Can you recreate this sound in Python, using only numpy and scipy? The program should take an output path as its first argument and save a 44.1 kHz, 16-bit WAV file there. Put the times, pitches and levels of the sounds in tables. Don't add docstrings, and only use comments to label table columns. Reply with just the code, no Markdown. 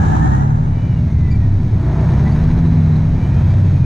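import sys
import numpy as np
from scipy import signal
from scipy.fft import rfft, irfft
from scipy.io import wavfile
from scipy.ndimage import uniform_filter1d, minimum_filter1d

SR = 44100
rng = np.random.default_rng(int(sys.argv[2]) if len(sys.argv) > 2 else 0)


def wrap_up_sound(samples):
    columns = np.atleast_2d(samples).T
    tamed = np.clip(columns, -1, 1)
    steps = np.round(tamed * 32767).astype(np.int16)
    wavfile.write(sys.argv[1], SR, steps)


N = 169785
T = np.arange(N) / SR

# t/s, speed/rpm
SPEED_RPM = [(0.0, 1186), (0.2, 1265), (0.4, 1388), (0.75, 1670), (0.87, 1699), (1.1, 1533), (1.5, 1323),
             (1.7, 1222), (1.85, 1178), (2.15, 1323), (2.45, 1590), (2.6, 1655), (2.75, 1605), (2.92, 1525),
             (3.05, 1569), (3.4, 1807), (3.6, 1916), (3.85, 1749)]
SPEED_WANDER, SPEED_WANDER_HZ = 0.002, 8.25
# t/s, crank shake/dB, firing note/dB, lope just above it/dB, its fifth/dB, its octave/dB
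MAIN_ORDERS = [(0.0, -36, -28, -35, -17, -36), (0.3, -38, -14, -35, -24, -14),
               (0.5, -26, -28, -30, -16, -16), (0.75, -21, -29, -20, -23, -28),
               (0.9, -38, -36, -25, -21, -26), (1.2, -26, -17, -20, -23, -23),
               (1.5, -21, -31, -33, -14, -28), (1.7, -26, -34, -36, -26, -26),
               (1.95, -38, -26, -30, -23, -24), (2.2, -32, -17, -30, -18, -15),
               (2.5, -19, -24, -20, -24, -16), (2.85, -32, -27, -16, -20, -14),
               (3.15, -23, -38, -23, -29, -20), (3.35, -35, -19, -24, -16, -30),
               (3.55, -28, -13, -21, -27, -35), (3.85, -24, -19, -27, -18, -42)]
MAIN_MULTIPLES = (1, 3, 3.5, 4.5, 6)
MAIN_DB, TWELFTH_DB = 2, -10.5
# multiple of crank speed, level/dB
ORDER_LEVELS = [(2, -24), (2.5, -27), (4, -28.5), (5, -31), (5.5, -32), (7, -33), (7.5, -30), (10, -36),
                (10.5, -34.5), (12, -41), (15, -38)]
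# f/Hz, gain/dB
CAB = [(41, -23), (50, -5), (63, 0), (160, 3.5), (185, -5.5), (230, -2.5), (265, -9.5), (400, -14)]
UPPER_FOLLOW, LOWER_FOLLOW = 0.93, 0.52
MAIN_FLUTTER, FLUTTER, FLUTTER_HZ = 0.12, 0.7, 6.45
# t/s, level/dB
LOAD = [(0, -25.5), (.1, -28), (.27, -26.5), (.45, -33.5), (.6, -37.5), (1.1, -40), (1.7, -39.5),
        (1.92, -31), (2.15, -29.5), (2.5, -31), (2.95, -34), (3.15, -35.5), (3.45, -32.5), (3.85, -37.5)]
# f/Hz, level/dB per Hz
ROAR = [(120, -30.5), (240, 5.5), (330, 2), (510, -3), (600, -5), (750, -2.5), (1000, -9.5), (1300, -12.5),
        (1550, -14), (1900, -14.5), (2400, -29), (3000, -30.5), (6000, -69)]
# f/Hz, level/dB per Hz
CLATTER = [(700, -24.5), (1500, -2), (2300, 7.5), (2800, -2.5), (3500, -1.5), (3900, 1.5), (4300, -3),
           (5400, -10), (7000, -38.5)]
# f/Hz, level/dB per Hz
HISS = [(3500, -21.5), (5300, -1.5), (6600, 0.5), (7200, -10.5), (9000, -11), (11500, -20), (12700, -19),
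        (15000, -40.5)]
ROAR_DB, CLATTER_DB, HISS_DB = 2.5, 2.5, -7
# t/s, level/dB
TREBLE_LEVEL = [(0, -50), (.28, -51), (.5, -58), (.8, -54), (1.65, -53.5), (1.9, -51.5), (2.15, -47),
                (2.9, -49.5), (3.1, -52), (3.5, -49), (3.85, -51)]
PULSE_DEPTH, CLATTER_DEPTH = 0.31, 0.21
PULSE_DECAY_FIRINGS, UNEVEN_DB = 0.45, 1.5
REPEAT_SHARE = 0.42
# f/Hz, half-width at -6 dB/Hz, level/dB
PANELS = [(311, 49, -9.5), (600, 20, -14), (658.4, 26, -14.5), (751, 26, -22.5), (900, 68, -20.5),
          (989, 66, -20.5)]
# f/Hz, gain/dB
WIDE_COLOUR = [(305, 2.5), (370, -5), (450, -3.5), (660, -7), (760, 5.5), (900, 2), (1100, -2.5), (1280, 4),
               (1520, 1.5), (1700, 9), (1870, -5), (2100, -1.5), (3900, 5.5), (4600, 1.5), (6400, 8.5),
               (7300, 14.5), (9700, 4.5)]
WIDE_UNTIL_S, PLAIN_FROM_S = 0.3, 0.73
TEETH = (83, 105)
# t/s, level/dB
LOWER_WHINE = [(0, -38), (.2, -37), (.33, -35), (.42, -49), (.65, -62), (.78, -49), (.86, -52), (.94, -46),
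               (1.02, -62), (1.11, -49), (1.16, -56), (1.21, -45.5), (1.255, -45), (1.272, -57),
               (1.29, -43.5), (1.4, -63), (1.43, -48), (1.47, -46), (1.52, -58), (2.24, -54), (2.275, -35),
               (2.31, -56), (3.1, -57), (3.25, -51), (3.6, -59), (3.85, -52)]
# t/s, level/dB
UPPER_WHINE = [(.65, -72), (.7, -57), (.93, -58), (.955, -66), (.98, -52), (1.09, -72), (3, -66),
               (3.4, -58), (3.85, -68)]
# t/s, f/Hz, level/dB
TURBO = [(.7, 6700, -88), (1.08, 6020, -70), (1.35, 5620, -76), (1.6, 5400, -70), (2.1, 5150, -84)]
WHINE_WIDTH_HZ, WHINE_STEADY = 32, 1.9
# start/s, length/s, f/Hz, note/dB, overtones/dB
SQUEAKS = [(0.486, 0.014, 2550, -54, -64), (1.306, 0.03, 2340, -42.5, -49), (1.342, .024, 2330, -45, -58),
           (2.318, 0.02, 2330, -51, -50), (3.488, .06, 2340, -47.5, -55)]
SQUEAK_BLUR_HZ, SQUEAK_THIRD_DB = 230, -10
# t/s, level/dB
SIZZLE_LEVEL = [(2.2, -80), (2.45, -58), (2.63, -58), (2.67, -51.5), (2.71, -58), (2.9, -57), (2.96, -51.5),
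                (3.05, -75)]
SIZZLE_HZ, SIZZLE_WIDTH_HZ, SIZZLE_SHAKE = 3990, 220, 0.3
# f/Hz, level/dB per Hz
RUMBLE = [(12, -21), (27, -10.5), (42, -13), (62, -1), (90, -3.5), (140, -2.5), (180, -5.5), (250, -15),
          (310, -21.5), (380, -22.5), (480, -37.5), (1000, -79.5)]
# t/s, level/dB
RUMBLE_LEVEL = [(0, -13.5), (.5, -25.5), (.9, -21), (1.12, -19), (1.4, -19), (1.75, -17), (2.1, -22),
                (2.7, -18), (3.1, -24), (3.85, -18)]
# f/Hz, level/dB per Hz
SIDE_SHAPE = [(40, -10), (64, -3.5), (138, 1), (189, -9), (264, -18), (304, -2.5), (479, -23.5), (890, -4),
              (1080, -17.5), (1270, -13.5), (1540, -22), (1820, -23.5), (2610, -44.5), (4730, -49.5),
              (6770, -39.5), (9680, -62.5), (15000, -95)]
# t/s, level/dB
WIDTH = [(0, 2.5), (.35, 5.5), (.6, 1.5), (.9, -7.5), (1.25, -21.5), (1.5, -69)]
SIDE_DB = -19.5
EDGE_HZ = 15100


def amp(db):
    return 10 ** (np.asarray(db) / 20)


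def unit(x):
    return x / np.sqrt(np.mean(abs(x) ** 2) + 1e-20)


def curve(table, axis=1):
    columns = np.transpose(table)
    return np.interp(T, columns[0], columns[axis])


def read(points, hz):
    f, db = np.transpose(points)
    return np.interp(np.log(hz + 1), np.log(f + 1), db)


def colour(x, points):
    hz = np.fft.rfftfreq(N, 1 / SR)
    low_skirt = np.minimum(hz / points[0][0], 1) ** 2
    high_skirt = 1 / np.maximum(hz / points[-1][0], 1) ** 2
    return unit(irfft(rfft(x) * amp(read(points, hz)) * low_skirt * high_skirt, N))


def drift(hz):
    f = np.fft.fftfreq(N, 1 / SR)
    lowpass = np.exp(-(f / hz) ** 2)
    lopsided = 1 + np.sign(f) * np.exp(2j * np.pi * rng.random(N))
    return unit(np.fft.ifft(np.fft.fft(rng.standard_normal(N)) * lowpass * lopsided))


def order_wave(order, turns, flutter):
    tone = np.exp(2j * np.pi * (order * turns + rng.random()))
    return (tone * (1 + flutter * drift(FLUTTER_HZ))).real


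def boom(crank_hz, turns):
    out = np.zeros(N)
    main = [(order, curve(MAIN_ORDERS, axis=column + 1)) for column, order in enumerate(MAIN_MULTIPLES)]
    main.append((9, main[-1][1] + TWELFTH_DB))
    for order, db in main:
        out += amp(MAIN_DB + db) * order_wave(order, turns, MAIN_FLUTTER)
    load_db = curve(LOAD) - curve(LOAD).mean()
    for order, db in ORDER_LEVELS:
        follow = UPPER_FOLLOW if order > MAIN_MULTIPLES[-1] else LOWER_FOLLOW
        level_db = db + read(CAB, order * crank_hz) + follow * load_db
        out += amp(level_db) * order_wave(order, turns, FLUTTER)
    return np.sqrt(2) * out


def engine_noise(turns):
    pattern = rng.standard_normal(size=1024)
    repeating = np.interp(turns / 2 % 1, np.linspace(0, 1, len(pattern)), pattern)
    repeating = np.sqrt(REPEAT_SHARE) * colour(repeating, ROAR)
    pulsing = np.sqrt(1 - REPEAT_SHARE) * colour(puffs(turns, PULSE_DEPTH), ROAR)
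    drive = repeating + pulsing
    roar = amp(curve(LOAD)) * (amp(ROAR_DB) * drive + panels(drive))
    clatter = amp(CLATTER_DB) * colour(puffs(turns, CLATTER_DEPTH), CLATTER)
    hiss = amp(HISS_DB) * colour(puffs(turns, CLATTER_DEPTH), HISS)
    return roar + amp(curve(TREBLE_LEVEL)) * (clatter + hiss)


def puffs(turns, depth):
    firing = 3 * turns
    index = firing.astype(int)
    by_cylinder = rng.standard_normal(size=6)[index % 6]
    by_firing = rng.standard_normal(size=1000)[index]
    size = amp(UNEVEN_DB * (by_cylinder + by_firing) / np.sqrt(2))
    pulse = unit(size * np.exp(-(firing % 1) / PULSE_DECAY_FIRINGS))
    return rng.standard_normal(N) * (1 - depth + depth * pulse)


def panels(drive):
    hz, spectrum = np.fft.rfftfreq(N, 1 / SR), rfft(drive)
    out = np.zeros(N)
    for f, half_width_hz, db in PANELS:
        resonance = 1 / (1 + 1j * (hz - f) / half_width_hz) ** 2
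        out += amp(db) * unit(irfft(spectrum * resonance, N))
    return out


def wide_colour(x):
    coloured = irfft(rfft(x) * amp(read(WIDE_COLOUR, np.fft.rfftfreq(N, 1 / SR))), N)
    return x + np.interp(T, [WIDE_UNTIL_S, PLAIN_FROM_S], [1, 0]) * (coloured - x)


def whines(turns):
    turbo_cycles = np.cumsum(curve(TURBO)) / SR
    lines = [(TEETH[0] * turns, curve(LOWER_WHINE)), (TEETH[1] * turns, curve(UPPER_WHINE)),
             (turbo_cycles, curve(TURBO, axis=2))]
    out = np.zeros(N)
    for cycles, db in lines:
        tone = np.exp(2j * np.pi * cycles) * (WHINE_STEADY + drift(WHINE_WIDTH_HZ))
        out += amp(db) * unit(tone.real)
    return out


def squeaks():
    out = np.zeros(N)
    for start_s, length_s, hz, note_db, rasp_db in SQUEAKS:
        swell = np.sqrt(abs(np.sin(np.pi * np.clip((T - start_s) / length_s, 0, 1))))
        note = np.exp(2j * np.pi * hz * T)
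        second = drift(SQUEAK_BLUR_HZ) * note ** 2
        third = amp(SQUEAK_THIRD_DB) * drift(SQUEAK_BLUR_HZ) * note ** 3
        out += np.sqrt(2) * swell * (amp(note_db) * note + amp(rasp_db) * (second + third)).real
    return out


def sizzle(turns):
    band = unit((np.exp(2j * np.pi * SIZZLE_HZ * T) * drift(SIZZLE_WIDTH_HZ)).real)
    return amp(curve(SIZZLE_LEVEL)) * band * unit(1 + SIZZLE_SHAKE * np.cos(2 * np.pi * turns))


def road():
    return amp(curve(RUMBLE_LEVEL)) * colour(rng.standard_normal(N), RUMBLE)


def cab_sides(turns):
    load_db = curve(LOAD) - curve(LOAD).max()
    return amp(SIDE_DB + load_db + curve(WIDTH)) * colour(puffs(turns, PULSE_DEPTH), SIDE_SHAPE)


def scene():
    crank_hz = curve(SPEED_RPM) / 60
    crank_hz = crank_hz * (1 + SPEED_WANDER * drift(SPEED_WANDER_HZ).real)
    turns = np.cumsum(crank_hz) / SR
    engine = boom(crank_hz, turns) + wide_colour(engine_noise(turns)) + whines(turns)
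    mid = engine + squeaks() + sizzle(turns) + road()
    side = cab_sides(turns)
    return np.array([mid + side, mid - side])


def record(dry):
    ceiling_db, slope = -5, 0.65
    wanted = np.minimum(amp(ceiling_db) / (abs(dry).max(0) + 1e-9), 1) ** slope
    gain = uniform_filter1d(minimum_filter1d(wanted, size=900), size=700)
    gain *= np.minimum(np.minimum(T, T[::-1]) / 0.001, 1)
    lowpass = signal.firwin(511, EDGE_HZ, window=("kaiser", 9), fs=SR)
    return signal.oaconvolve(dry * gain, lowpass[None], "same")


dry = scene()
out = record(dry)
wrap_up_sound(out)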